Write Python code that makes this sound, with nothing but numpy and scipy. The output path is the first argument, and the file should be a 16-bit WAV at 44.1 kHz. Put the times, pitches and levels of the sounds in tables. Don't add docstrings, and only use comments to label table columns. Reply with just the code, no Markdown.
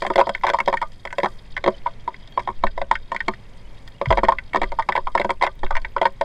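import sys
import numpy as np
from scipy import signal
from scipy.fft import rfft, irfft, next_fast_len
from scipy.io import wavfile
from scipy.ndimage import map_coordinates

SR = 44100
rng = np.random.default_rng(int(sys.argv[2]) if len(sys.argv) > 2 else 0)


def inscribe(sig):
    pcm = np.round(np.clip(np.atleast_2d(sig).T, -1, 1) * 32767)
    wavfile.write(sys.argv[1], SR, pcm.astype(np.int16))


def ratio(d):
    e = np.asarray(d, float) / 20
    return 10 ** e


N = 275184


def unit(x):
    return x / np.sqrt(np.mean(x ** 2) + 1e-20)


def curves(rows):
    s, *cols = np.transpose(rows)
    return [np.interp(np.arange(N) / SR, s, c) for c in cols]


def wobble(rate):
    knots = rng.standard_normal(int(N * rate / SR) + 4)
    return map_coordinates(knots, [np.arange(N) * rate / SR])


def filtered(x, response):
    m = next_fast_len(N + 8192)
    hz = np.fft.rfftfreq(m, 1 / SR) + 1e-3
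    return irfft(rfft(x, m) * response(hz), m)[:N]


def band(centre_hz, width_hz):
    noise = rng.standard_normal(N)
    return unit(filtered(noise, lambda f: 1 / (1 + ((f - centre_hz) / width_hz) ** 4)))


def add(out, s, sound):
    part = out[round(s * SR):][:len(sound)]
    part += sound[:len(part)]


# (f/Hz, level/dB per Hz)
RUSTLE = [(60, -23.5), (120, -6.5), (220, -13), (300, -18.5), (570, -19), (780, -24.5), (980, -21.5),
          (1300, -29.5), (2200, -25.5), (2800, -34), (5200, -42), (6000, -43.5), (12600, -51),
          (13200, -81.5)]
# (f/Hz, width/Hz, level/dB)
ENGINE = [
    (43.6, 4.9, -53),
    (101.5, 11, -53),
    (131, 9.2, -71),
]


def paddock():
    hz, db = np.transpose(RUSTLE)
    noise = rng.standard_normal(N)
    rustle = unit(filtered(noise, lambda f: ratio(np.interp(np.log(f), np.log(hz), db))))
    hum = sum(ratio(level + 1.2 * wobble(2.0)) * band(c, w) for c, w, level in ENGINE)
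    sway_db = 0.9 * wobble(5.8) + 0.6 * wobble(1.1)
    return ratio(-51.0 + sway_db) * rustle + hum


# (t/s, level/dB)
GUSTS = [(0.0, -35), (1.08, -36.5), (2.55, -36), (2.64, -20), (2.92, -32), (4.0, -39), (4.15, -24),
         (4.54, -34.5), (4.68, -21), (4.97, -38.5), (5.07, -27.5), (5.58, -33), (5.7, -16), (6.05, -37.5),
         (6.24, -34.5)]
# (t/s, f/Hz, level/dB, t60/s)
BUMP = [
    (4.072, 125.3, -10.5, 0.14),
    (4.091, 65.5, -6.5, 0.074),
    (4.099, 37.7, -16, 0.66),
]


def wind():
    buffet_db, = curves(GUSTS)
    rumble_db = -46 + 0.71 * (buffet_db - buffet_db.mean())
    out = ratio(buffet_db) * band(10.7, 9.6) + ratio(rumble_db) * band(43, 20)
    t = np.arange(SR // 2) / SR
    for s, hz, db, t60 in BUMP:
        onset = 1 - np.exp(-t / 0.0061)
        add(out, s, ratio(db - 60 * t / t60) * onset * np.sin(2 * np.pi * hz * t))
    return out


def sputter(modes, grain_db):
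    def housing(f):
        return sum(ratio(db) / (1 + ((f - c) * t60 / 2) ** 2) for c, db, t60 in modes)
    grainy = ratio(grain_db * wobble(170)) * rng.standard_normal(N)
    return unit(filtered(grainy, housing))


def stray_grains(count, spread_db, cycles):
    when, pitch, size = rng.random((count, 3)).T[:, :, None]
    turns = 2600 * 3.2 ** pitch * np.arange(SR // 100) / SR
    level = ratio(-11 * pitch - spread_db * np.log(size + 1e-3))
    grains = level * turns * np.exp(-turns / cycles) * np.sin(2 * np.pi * turns)
    place = (when * N).astype(int) + np.arange(turns.shape[1])
    return unit(np.bincount(place.ravel(), grains.ravel(), N)[:N])


# (t/s, level/dB)
FAINT_CREAK = [
    (0.0, -42.5),
    (0.29, -54),
    (6.12, -58),
    (6.24, -56),
]


def faint_creak(crackle):
    linger = ratio(-60 * np.arange(SR // 3) / SR / 0.082)
    busy = np.sqrt(np.abs(signal.fftconvolve(crackle ** 2, linger / linger.sum())[:N]))
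    floor_db, = curves(FAINT_CREAK)
    level = ratio(floor_db - 7.5 + 3.4 * wobble(46)) + ratio(-39.5) * busy
    hiss = ratio(-6.5) * sputter(RIBS[2:], grain_db=3.5)
    hiss = hiss + sputter(EDGES[:5], grain_db=6)
    hiss = hiss + ratio(-15 + 1.3 * wobble(1.5)) * sputter(EDGES[5:], grain_db=9.0)
    return level * hiss + ratio(floor_db - 13) * stray_grains(count=250, spread_db=0.5, cycles=1.6)


# (t/s, peak level/dB, sizzle of ribs and edges/dB re peak)
DEEP_CREAKS = [(.0204, -13, -3.5), (.1015, -10.5, -11.5), (.157, -11, 1.5), (.1791, -8, -8),
               (.1847, -7.5, -17), (.269, -14, -11), (.2919, -13.5, -1.5), (.4987, -16.5, 6),
               (.6758, -8.5, -8.5), (.6973, -22, -6.5), (1.0515, -22.5, 1.5), (1.1829, -14, 1),
               (1.6397, -17.5, 2.5), (1.6608, -12.5, -4.5), (1.6757, -5.5, -14.5), (1.6822, -15.5, -6),
               (2.6272, -42, 2), (2.8149, -16, -3.5), (3.281, -12, 0), (4.1046, -6.5, -5.5),
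               (4.2328, -6.5, -14), (4.2723, -35, -5), (4.5684, -18.5, -1), (4.6157, -11.5, -4.5),
               (5.1969, -13, -3.5), (5.2071, -19, -15), (6.0141, -7.5, -6.5), (6.2105, -10, -6.5)]
# (t/s, peak level/dB, sizzle of ribs and edges/dB re peak)
CORNER_CREAKS = [(.0646, -19, 1.5), (.2008, -11, -4.5), (.5345, -14.5, -4), (.681, -11, -6.5),
                 (.7268, -14, -7), (1.232, -11.5, -4.5), (2.6366, -7, -12.5), (2.7766, -18, -9.5),
                 (3.1173, -17, -7), (3.1458, -23.5, -4.5), (4.0134, -13.5, -10.5), (4.1092, -7, -10.5),
                 (4.1243, -12, -2), (4.172, -12.5, -7), (4.1802, -11.5, -12), (4.2397, -29, 7),
                 (4.2842, -4.5, -9.5), (4.5411, -24, -15), (4.5455, -10.5, -9.5), (4.5583, -8.5, -9),
                 (4.631, -17, -1), (4.7187, -21, -6), (4.9598, -20.5, 1.5), (5.1506, -7.5, -9.5),
                 (5.2456, -12.5, -11.5), (5.2928, -12.5, -11), (5.3036, -14.5, 0), (5.4437, -23.5, 2),
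                 (5.6321, -16.5, -9.5), (6.0536, -7.5, -4.5)]
# (t/s, peak level/dB, sizzle of ribs and edges/dB re peak)
FRONT_CREAKS = [(.0493, -11, -16), (.1901, -6, -12), (.2103, -2.5, -16), (.4348, -10.5, -9.5),
                (.4407, -6, -17), (.4478, -13.5, -8), (.4542, -21, -10), (.4668, -13, -1),
                (.4823, -13, -9.5), (.4902, -13.5, -5), (.543, -7, -17), (.5864, -14.5, -5.5),
                (.7381, -9, -12), (.8147, -16, -6.5), (.8251, -12, -11.5), (1.244, -10, -10.5),
                (1.2575, -9.5, -10), (1.8593, -12.5, -23), (1.8667, -17.5, -9), (1.8759, -26, -21),
                (2.0765, -14, -16.5), (2.3741, -7.5, -19), (2.393, -20.5, -8.5), (2.4738, -14.5, -12.5),
                (2.487, -14.5, -19), (2.5002, -24, -16), (2.9117, -5.5, -7.5), (2.9316, -31, -7),
                (4.2914, -22.5, -1), (4.3199, -10, -12.5), (4.7874, -11, -19), (4.794, -13, -8.5),
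                     (4.8878, -7, -10), (4.8936, -16.5, -6), (4.952, -9.5, -11), (4.976, -9, -14),
                     (5.07, -13, -11), (5.4115, -16.5, -8), (5.423, -7, -4.5), (5.4297, -20.5, -4),
                     (5.4341, -7, -11.5), (5.4371, -13, -3.5), (5.4496, -19.5, -4), (5.456, -30, -12),
                     (5.4649, -12.5, -8), (5.7068, -12, -12.5), (5.7245, -30, -4), (5.9639, -8.5, -19),
                     (5.9798, -30, 3), (6.0282, -13.5, -11)]
# (t/s, peak level/dB, knock of the walls/dB re peak)
RIB_CREAKS = [(.0339, -28, -19), (0.1362, -28, -16), (.1947, -28, -10), (0.3485, -16.5, -16),
              (.3761, -40, -12), (.4106, -38, -17), (0.473, -21, -16), (0.6019, -14.5, -5),
              (.771, -19, -29), (1.0724, -26, -13), (1.105, -32, -15), (1.1262, -23.5, -5),
              (1.2, -22, -18), (1.5653, -17.5, -12.5), (1.5754, -20.5, -9), (2.142, -33.5, -14),
              (2.399, -30, -8), (2.6674, -20, -10), (2.9532, -14, -26), (3.1626, -17.5, -32),
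              (3.2037, -17, -20), (3.3363, -30.5, -27), (3.8765, -40.5, -27),
              (4.0567, -20, -7), (4.0619, -32, -23), (4.187, -21.5, -3), (4.2485, -19, -10),
                   (4.3848, -19, -20.5), (4.5327, -22.5, -10), (4.6219, -30, 8), (4.6377, -23, -20),
                   (4.8223, -23.5, -20), (4.922, -15.5, -15), (4.9634, -17.5, -11), (5.176, -16.5, -5.5),
                   (5.214, -18.5, -6), (5.417, -23, 4.5), (5.4723, -21.5, -8), (5.663, -28.5, -11),
                   (5.752, -18, -8), (5.766, -16, -5), (5.774, -25, -20), (5.8473, -20, -11.5),
                   (6.0647, -19.5, -2.5)]
# (t/s, peak level/dB)
EDGE_TICKS = [(.6587, -28), (.9186, -41.5), (2.2362, -47), (2.2739, -36.5), (2.322, -41), (2.9413, -44),
              (3.8754, -32.5), (3.9816, -49), (4.0845, -35.5), (4.0935, -39.5), (5.5905, -43),
              (5.6448, -32), (5.8164, -39), (6.121, -57)]


def slips():
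    deep, corner, front = (-1.5, -4, -3.5, -10), (-3.5, -0.5, -1, -9.5), (-13, -0.5, 0, -9.5)
    ribbed, edge = (-6, 2.5, 2, -13.5), (-14, -19, -10.5, -1.5)
    front_creaks = FRONT_CREAKS
    found = []
    for rows, spread in [(DEEP_CREAKS, deep), (CORNER_CREAKS, corner), (front_creaks, front)]:
        for s, db, sizzle_db in rows:
            found.append((s, db + np.add(spread, [0, 0, sizzle_db, sizzle_db])))
    for s, db, knock_db in RIB_CREAKS:
        found.append((s, db + np.add(ribbed, [knock_db, knock_db, 0, 0])))
    for s, db in EDGE_TICKS:
        found.append((s, db + np.array(edge)))
    return found


def rings(count, modes, slip_s, split, cycles, crowd, crowd_db, snap):
    t = np.arange(SR // 7) / SR
    hz, db, t60 = np.repeat(np.transpose(modes), 6, axis=1)[:, :, None]
    near = np.resize([[-split], [split], [-crowd], [crowd], [-2.3 * crowd], [2.267 * crowd]], hz.shape)
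    weak = crowd_db * np.resize([[0], [0], [1], [1], [1], [1]], hz.shape)
    swell = (1 - np.exp(-t * hz / cycles)) ** 2
    shapes = ratio(db + weak - 60 * t / t60) * swell * np.sin(2 * np.pi * hz * (1 + near) * t)
    shapes *= np.resize([[1], [1], [-1], [1], [1], [-1]], hz.shape)
    strengths = ratio(2.4 * rng.standard_normal((count, len(hz))))
    life = t[:SR // 30] / slip_s
    drive = rng.standard_normal((count, len(life))) * np.sqrt(life) * np.exp(-life)
    drive += snap * np.sqrt(slip_s * SR) * (life == 0)
    ring = signal.fftconvolve(strengths @ shapes, drive, axes=1)[:, :len(t)]
    return ring / np.abs(ring).max(axis=1, keepdims=True)


# (f/Hz, level/dB, t60/s)
SHELL = [(207.5, -14, 0.11), (279, -24, 0.081), (374, -9, 0.12), (495, -16, 0.11), (560.2, -1, 0.11),
         (659.4, -2, 0.1)]
PANEL = [(923, -5, 0.066), (965.7, 3, 0.052), (1035.8, -4.5, 0.066), (1134, -20, 0.078), (1196, -16, 0.089),
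         (1488, -19.5, 0.064)]
RIBS = [(1556, -9, 0.059), (1700, -12, 0.023), (1855.5, 1.5, 0.019), (1998, 4.5, 0.02), (2120, -5, 0.036),
        (2507, -12, 0.018), (2595, -15, 0.01)]
EDGES = [(3240, -14.5, 0.044), (3257, -1.4, 0.021), (3688, -4, 0.019), (4308, -8.5, .021),
         (4878, -6.5, 0.013), (5490, -17.5, .017), (6220, -20, 0.018), (6990, -19, 0.013),
         (7350, -21, 0.022), (8340, -22.5, 0.013), (8780, -25, 0.0047), (10710, -30.5, .013),
         (12200, -34.5, 0.0093)]


def creaks():
    events = slips()
    n = len(events)
    shell = rings(n, SHELL, slip_s=0.00081, split=0.012, cycles=0.27, crowd=.05, crowd_db=-18, snap=.45)
    panel = rings(n, PANEL, slip_s=.0018, split=0.012, cycles=0.92, crowd=.045, crowd_db=-14, snap=0.26)
    ribs = rings(n, RIBS, slip_s=0.0014, split=0.013, cycles=0.94, crowd=.035, crowd_db=-8, snap=0.099)
    edges = rings(n, EDGES, slip_s=0.00096, split=0.0084, cycles=1.2, crowd=.03, crowd_db=-8, snap=.15)
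    parts = [ratio(0.2) * shell, ratio(1.43) * panel, ratio(1.86) * ribs, ratio(2.5) * edges]
    out = np.zeros(N)
    for k, (s, levels) in enumerate(events):
        add(out, s, sum(ratio(db) * part[k] for db, part in zip(levels, parts)))
    return out


def cavity(x):
    t = np.arange(SR // 8) / SR
    tails = rng.standard_normal((2, len(t))) * ratio(-60 * t / 0.041)
    a, b = signal.fftconvolve(x[None], tails / np.linalg.norm(tails[0]), axes=1)[:, :N]
    turn = 2 * wobble(9)
    return x + ratio(-8.5) * (np.cos(turn) * a + np.sin(turn) * b)


# (t/s, length/s, start f/Hz, end f/Hz, level/dB)
WHISTLES = [
    (1.712, 0.026, 5200, 5350, -61),
    (1.728, .016, 5000, 3200, -55),
    (1.74, 0.016, 3020, 3080, -43),
    (2.15, 0.15, 2990, 3100, -62),
    (2.275, 0.13, 3220, 3290, -56),
    (2.31, 0.08, 4440, 4450, -58.5),
    (3.645, 0.023, 2930, 3030, -53),
    (3.94, 0.026, 2740, 2970, -53),
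]


def wildlife():
    out = np.zeros(N)
    calls = list(WHISTLES)
    beats = np.arange(.155, N / SR, .2387)
    chance = rng.standard_normal((30, 2))
    for s, (late, loud) in zip(beats, chance):
        calls.append((s + .012 * late, .035, 14050, 14150, -72 + 5.5 * loud))
    for s, length, start_hz, end_hz, db in calls:
        n = int(length * SR)
        jitter = 1 + 0.022 * rng.standard_normal(n)
        glide = np.cumsum(np.linspace(start_hz, end_hz, n) * jitter) / SR
        add(out, s, ratio(db) * np.sqrt(np.hanning(n)) * np.sin(2 * np.pi * glide))
    return out


# (t/s, peak level/dB)
SNAPS = [
    (0.816, -58.5),
    (3.887, -50),
    (5.554, -55),
    (6.055, -47),
]


def snaps():
    out = np.zeros(N)
    t = np.arange(SR // 100) / SR
    for s, db in SNAPS:
        bright = np.diff(rng.standard_normal(len(t) + 2), n=2)
        add(out, s, ratio(db - 60 * t / .004) * bright)
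    return out


# (t/s, treble level/dB)
FACING = [
    (0, 3),
    (.7, 2),
    (1.3, 7),
    (1.6, -4),
    (3.95, 0),
    (4.2, 2.5),
    (4.4, -0.5),
    (5.2, 4),
    (6.24, -2),
]


def vents(x):
    top = signal.sosfilt(signal.butter(2, 5600, "high", fs=SR, output="sos"), x)
    treble_db, = curves(FACING)
    return x + (ratio(treble_db) - 1) * top


def scene():
    no_bass = signal.butter(2, 170, "high", fs=SR, output="sos")
    crackle = signal.sosfilt(no_bass, cavity(creaks()))
    beamed = vents(crackle + faint_creak(crackle) + paddock())
    return (beamed + snaps() + wind() + wildlife())[None]


def band_limit(x):
    return signal.sosfilt(signal.butter(12, 16200, fs=SR, output="sos"), x)


def record(dry):
    heard = filtered(dry[0], lambda f: 1 / np.sqrt(1 + (f / 13500) ** 8))[None]
    held = heard / (1 + np.abs(heard) ** 12) ** (1 / 12)
    return band_limit(held)


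dry = scene()
out = record(dry)
inscribe(out)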